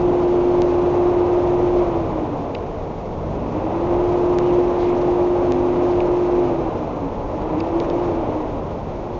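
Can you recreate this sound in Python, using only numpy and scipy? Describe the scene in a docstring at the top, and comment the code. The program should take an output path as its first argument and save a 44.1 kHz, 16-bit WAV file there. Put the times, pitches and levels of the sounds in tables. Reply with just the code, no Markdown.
"""TIG welding under a car in a workshop, heard from close by on a small camera's microphone.
The arc spits a few sharp ticks, and the molten pool sizzles briefly.
A blower's blades hum and its air rushes, losing speed three times and picking up in between.
A soft high hiss pulses with the blade tone and sinks as the blower slows.
A motor throbs and rattles with every turn, and a lower hum comes and goes over the shop's rumble."""
import sys
import numpy as np
from scipy.fft import rfft, irfft, next_fast_len
from scipy.io import wavfile
from scipy.ndimage import map_coordinates

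SR = 44100
rng = np.random.default_rng(int(sys.argv[2]) if len(sys.argv) > 2 else 0)


def dump(signal):
    """Clip the signal to [-1, 1] and save it as 16-bit WAV at the path in sys.argv[1]."""
    limited = np.clip(np.atleast_2d(signal).T, -1, 1)
    pcm = np.round(limited * 32767).astype(np.int16)
    wavfile.write(sys.argv[1], SR, pcm)


N = 405279
T = np.arange(N) / SR
FULL_HZ, IDLE_HZ = 354.3, 248  # blade tone at full speed, and its lower limit
TOP_HZ = 7900  # the camera's band limit
# Spectrum of rushing air; it also colours the motor's rattle. Each row: frequency in Hz, relative dB.
AIR_SPECTRUM = [(120, -23.5), (220, -8), (320, 0.5), (450, 1.5), (640, 0), (800, -3.5), (1020, -6.5),
                (1200, -14.5), (1400, -20.5), (1650, -27), (2500, -28.5), (3100, -35.5), (4000, -41.5),
                (5000, -56)]


def amp(db):
    """Decibels to gain."""
    return 10 ** (np.asarray(db) / 20)


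def unit(x):
    """Scale to rms 1."""
    return x / np.sqrt(np.mean(x ** 2) + 1e-20)


def curve(rows):
    """Join (seconds, value) rows into one value per sample."""
    return np.interp(T, *np.transpose(rows))


def swell(peak_s, width_s):
    """A bell curve of height 1; the width is its standard deviation."""
    return np.exp(-.5 * ((T - peak_s) / width_s) ** 2)


def wobble(rate):
    """A smooth random curve, rate knots a second."""
    return map_coordinates(rng.standard_normal(int(N * rate / SR) + 4), [T * rate])


def colour(points, hz):
    """Gain at hz, from (Hz, dB) points on a log axis."""
    f, db = np.transpose(points)
    return amp(np.interp(np.log(hz + 1), np.log(f), db))


def filtered(x, response):
    """Filter x by a response given as a function of frequency."""
    m = next_fast_len(len(x) + 8192)
    return irfft(rfft(x, m) * response(np.fft.rfftfreq(m, 1 / SR)), m)[:len(x)]


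def noise(points):
    """Noise of rms 1 with the given spectrum."""
    return unit(filtered(rng.standard_normal(N), lambda hz: colour(points, hz)))


def resonant(x, centre_hz, q):
    """Pass x through a resonance, twice over for steep sides."""
    width_hz = centre_hz / q
    return filtered(x, lambda f: (1j * f * width_hz / (centre_hz ** 2 - f ** 2 + 1j * f * width_hz)) ** 2)


def blade_pitch():
    """The blower coasts down at a steady rate, then climbs back, ever more gently near full speed."""
    # Losses of speed. Each row: start in seconds, fall in Hz per second, time of full recovery in
    # seconds, easing of the climb in Hz per second squared.
    sags = [(1.82, 124, 4.13, 148), (6.45, 124, 8.25, 74), (8.05, 148, 10.2, 148)]
    lost_hz = [np.minimum(fall * np.maximum(T - start, 0), ease * np.maximum(recovered - T, 0) ** 2)
               for start, fall, recovered, ease in sags]
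    return np.maximum(FULL_HZ - np.max(lost_hz, axis=0), IDLE_HZ)


def blower(phase, blade_hz, rush_db):
    """Turbulent air rushes through the fan; the blade tone is clean at full speed, rough as it slows."""
    # The blade tone's partials. Each row: multiple of its pitch, relative level in dB.
    partials = [(1, 0.5), (2, -20.5), (4.4, -41)]
    # The tone is strongest at full speed. Each row: pitch in Hz, base level in dB.
    level_by_pitch = [(255, -46.5), (277, -33.5), (295, -29.5), (333, -26.5), (354, -19)]
    # Its slow drift. Each row: time in seconds, added level in dB.
    drift = [(0, 0.8), (.65, 1.5), (1.05, 0), (1.8, 0.4), (4.1, -1.5), (4.55, 1.5), (5, -2), (5.25, .2),
             (6.4, -0.9), (8, -2.5)]
    tone = sum(amp(db) * np.sin(k * phase) for k, db in partials)
    eddies = (wobble(24) * np.sin(phase) + wobble(24) * np.cos(phase)) / np.sqrt(2)
    slowing = 1 - blade_hz / blade_hz.max()
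    rough = np.clip(0.071 + (4.5 * slowing) ** 0.73, 0, .8)
    tone_db = np.interp(blade_hz, *np.transpose(level_by_pitch)) + curve(drift) + 0.9 * wobble(14)
    hum = np.sqrt(2) * amp(tone_db) * (np.sqrt(1 - rough ** 2) * tone + rough * eddies)
    # gliding through the room's standing waves, the tone swells and fades at the microphone
    fade_db = 3 * np.clip(25 * slowing, 0, 1) ** 2 * np.tanh(1.2 * wobble(16))
    gust_db = .5 * wobble(12) + .5 * wobble(45)
    return amp(fade_db) * hum + amp(rush_db + gust_db) * noise(AIR_SPECTRUM)


def motor(rush_db, turn_hz=25.68):
    """Every turn repeats the same throb and rattle; whine and rattle grow when the blower runs fast."""
    # The motor's strongest lines. Each row: multiple of the turning rate, base level in dB.
    whine_lines = [(5, -43.5), (12, -37), (21, -45.5), (24, -42), (33, -43.5), (37, -51.5), (48, -51.5),
                   (51, -62.5), (69, -65), (92, -69.5), (104, -66.5)]
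    # Its throb through the floor, with the same columns.
    throb_lines = [(1, -43.5), (2, -42.5), (4, -44)]
    phase = 2 * np.pi * np.cumsum(turn_hz * (1 + 0.00029 * wobble(3))) / SR

    def tones(lines):
        return sum(amp(db + 2 * wobble(3)) * np.sin(k * phase + rng.uniform(0, 2 * np.pi))
                   for k, db in lines)

    one_turn = irfft(np.exp(2j * np.pi * rng.random(round(SR / turn_hz / 2))))
    angles = np.linspace(0, 2 * np.pi, len(one_turn), endpoint=False)
    turns = np.interp(phase, angles, one_turn, period=2 * np.pi)
    rattle = unit(filtered(turns, lambda hz: colour(AIR_SPECTRUM, hz) * hz ** 2 / (hz ** 2 + 1100 ** 2)))
    load = amp(1.8 * (rush_db - np.median(rush_db)))
    return np.sqrt(2) * (load * tones(whine_lines) + tones(throb_lines)) + amp(rush_db - 13) * rattle


def drone(lost_hz, pitch_hz=259.4, sag_share=.33):
    """A lower hum swells and fades, and its pitch sags a little with the blower."""
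    # The hum's comings and goings. Each row: time in seconds, base level in dB.
    levels = [(0.0, -34), (0.51, -33), (0.79, -43.5), (2.2, -38), (3.12, -53), (3.3, -39.5), (5.12, -36.5),
              (5.17, -45), (5.63, -28), (6.19, -43), (6.27, -30.5), (7.19, -46), (8.06, -36.5), (9.19, -46)]
    hz = pitch_hz - sag_share * lost_hz + wobble(9)
    level_db = curve(levels) + .5 + 2 * wobble(10)
    return np.sqrt(2) * amp(level_db) * np.sin(2 * np.pi * np.cumsum(hz) / SR)


def hiss(phase, lost_hz, level_db=-52.5, sag_db=4.5):
    """A soft high hiss that flickers, pulses with the blade tone and sinks as the blower slows."""
    # Spectrum of the hiss. Each row: frequency in Hz, relative level in dB.
    spectrum = [(800, -22), (2000, 5.5), (3600, 4), (4800, 0), (6200, -.5), (6800, -3.5), (7300, -9.5),
                (7800, -28)]
    sink_db = sag_db * (1 - np.exp(-lost_hz / 30))
    flicker_db = 1.3 * wobble(60)
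    pulse = 1 + 0.24 * np.sin(2 * phase)  # at twice the blade tone's pitch
    return amp(level_db - sink_db + flicker_db) * pulse * noise(spectrum)


def shop(mean_db=-29):
    """The workshop's low rumble around the microphone, slowly rising and falling."""
    # Room tone. Each row: frequency in Hz, relative level in dB.
    spectrum = [(12, -27), (26, -2), (50, -1), (76, -5), (96, 2), (122, -5), (160, -1), (210, -6.5),
                (400, -9), (900, -21), (2000, -59)]
    # Its rise and fall. Each row: time in seconds, relative level in dB.
    levels = [(0.0, -29.5), (0.92, -31), (1.74, -29.5), (2.74, -32.5), (3.22, -30), (6.32, -31),
              (9.01, -33), (9.19, -34.5)]
    rumble_db = curve(levels)
    return amp(mean_db + rumble_db - rumble_db.mean() + 0.74 * wobble(4)) * noise(spectrum)


def spit(start_s, peak_db, centre_hz, q, length, crackle, modes=()):
    """One pressure spike, then a crackle that falls 20 dB in length seconds; it rings any modes given."""
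    out, t = np.zeros(N + SR), T[:SR // 20]
    burst = crackle * rng.standard_normal(len(t)) * amp(-20 * t / length)
    burst[0] = 2
    tick = resonant(burst, centre_hz, q)
    if len(modes):
        tick = sum(amp(db) * resonant(tick, hz, mode_q) for hz, db, mode_q in modes)
    tick = filtered(tick, lambda hz: hz < TOP_HZ)
    out[round(start_s * SR):][:len(t)] = amp(peak_db) * tick / np.abs(tick).max()
    return out[:N]


def spits():
    """The arc spits near the microphone: dry snaps, and ticks of spatter that ring the metal."""
    # Dry snaps. Each row: start in seconds, peak in dB, centre in Hz, sharpness Q.
    snaps = [(0.6199, -16, 1970, 0.42), (4.3866, -22, 1540, 2), (4.3864, -17.5, 3520, .65),
             (5.522, -16, 2050, .45)]
    # Spatter. Each row: start in seconds, peak in dB, centre in Hz, crackle length in seconds.
    ticks = [(2.549, -25.5, 3700, .002), (2.5512, -21.5, 2400, .0034), (6.004, -22.5, 2390, 0.0046),
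             (7.6032, -27.5, 4200, .0024), (7.6061, -25, 1900, .0047), (7.801, -24.5, 3900, .003),
             (7.9, -28, 3700, 0.0027)]
    # Modes of the metal. Each row: frequency in Hz, relative level in dB, sharpness Q.
    metal = [(2460, 0.5, 2.8), (3760, -3.5, 4.4), (4600, -5, 4.4), (6160, -12.5, 5.7)]
    snapping = sum(spit(s, db, hz, q, length=.00025, crackle=0.33) for s, db, hz, q in snaps)
    ticking = sum(spit(s, db, hz, q=1, length=length, crackle=0.27, modes=metal)
                  for s, db, hz, length in ticks)
    return snapping + ticking


def sizzles():
    """Short soft swells of fizz from the molten pool."""
    # The swells. Each row: time of peak in seconds, level in dB, centre in Hz, width in seconds.
    fizzes = [(4.486, -48, 2600, 0.049), (4.825, -48, 3550, 0.034), (4.872, -45, 2170, .045)]
    return sum(amp(db) * swell(s, width) * unit(resonant(rng.standard_normal(N), hz, q=2.2))
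               for s, db, hz, width in fizzes)


def late_hum(peak_s=9.12, level_db=-32.5, width_s=0.095):
    """One faint swell of hum at the end, at the blower's full-speed pitch."""
    return np.sqrt(2) * amp(level_db) * swell(peak_s, width_s) * np.sin(2 * np.pi * FULL_HZ * T)


def scene(full_rush_db=-23.5, rush_db_per_hz=0.0576):
    """Machines, weld and room at one microphone; blower speed sets the level of tone, rush and hiss."""
    blade_hz = blade_pitch()
    lost_hz = FULL_HZ - blade_hz
    rush_db = full_rush_db - rush_db_per_hz * lost_hz
    waver_hz = .4 * wobble(12) + 3.5 * np.tanh(lost_hz / 10) * wobble(25)  # less steady when slowed
    phase = 2 * np.pi * np.cumsum(blade_hz + waver_hz) / SR
    machines = blower(phase, blade_hz, rush_db) + motor(rush_db) + drone(lost_hz) + late_hum()
    return (machines + hiss(phase, lost_hz) + spits() + sizzles() + shop())[None]


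def record(dry, corner_hz=7050):
    """The small camera rolls off the treble steeply and keeps nothing above its band limit."""
    return np.array([filtered(x, lambda hz: (hz < TOP_HZ) / np.sqrt(1 + (hz / corner_hz) ** 44))
                     for x in dry])


dry = scene()
out = record(dry)
dump(out)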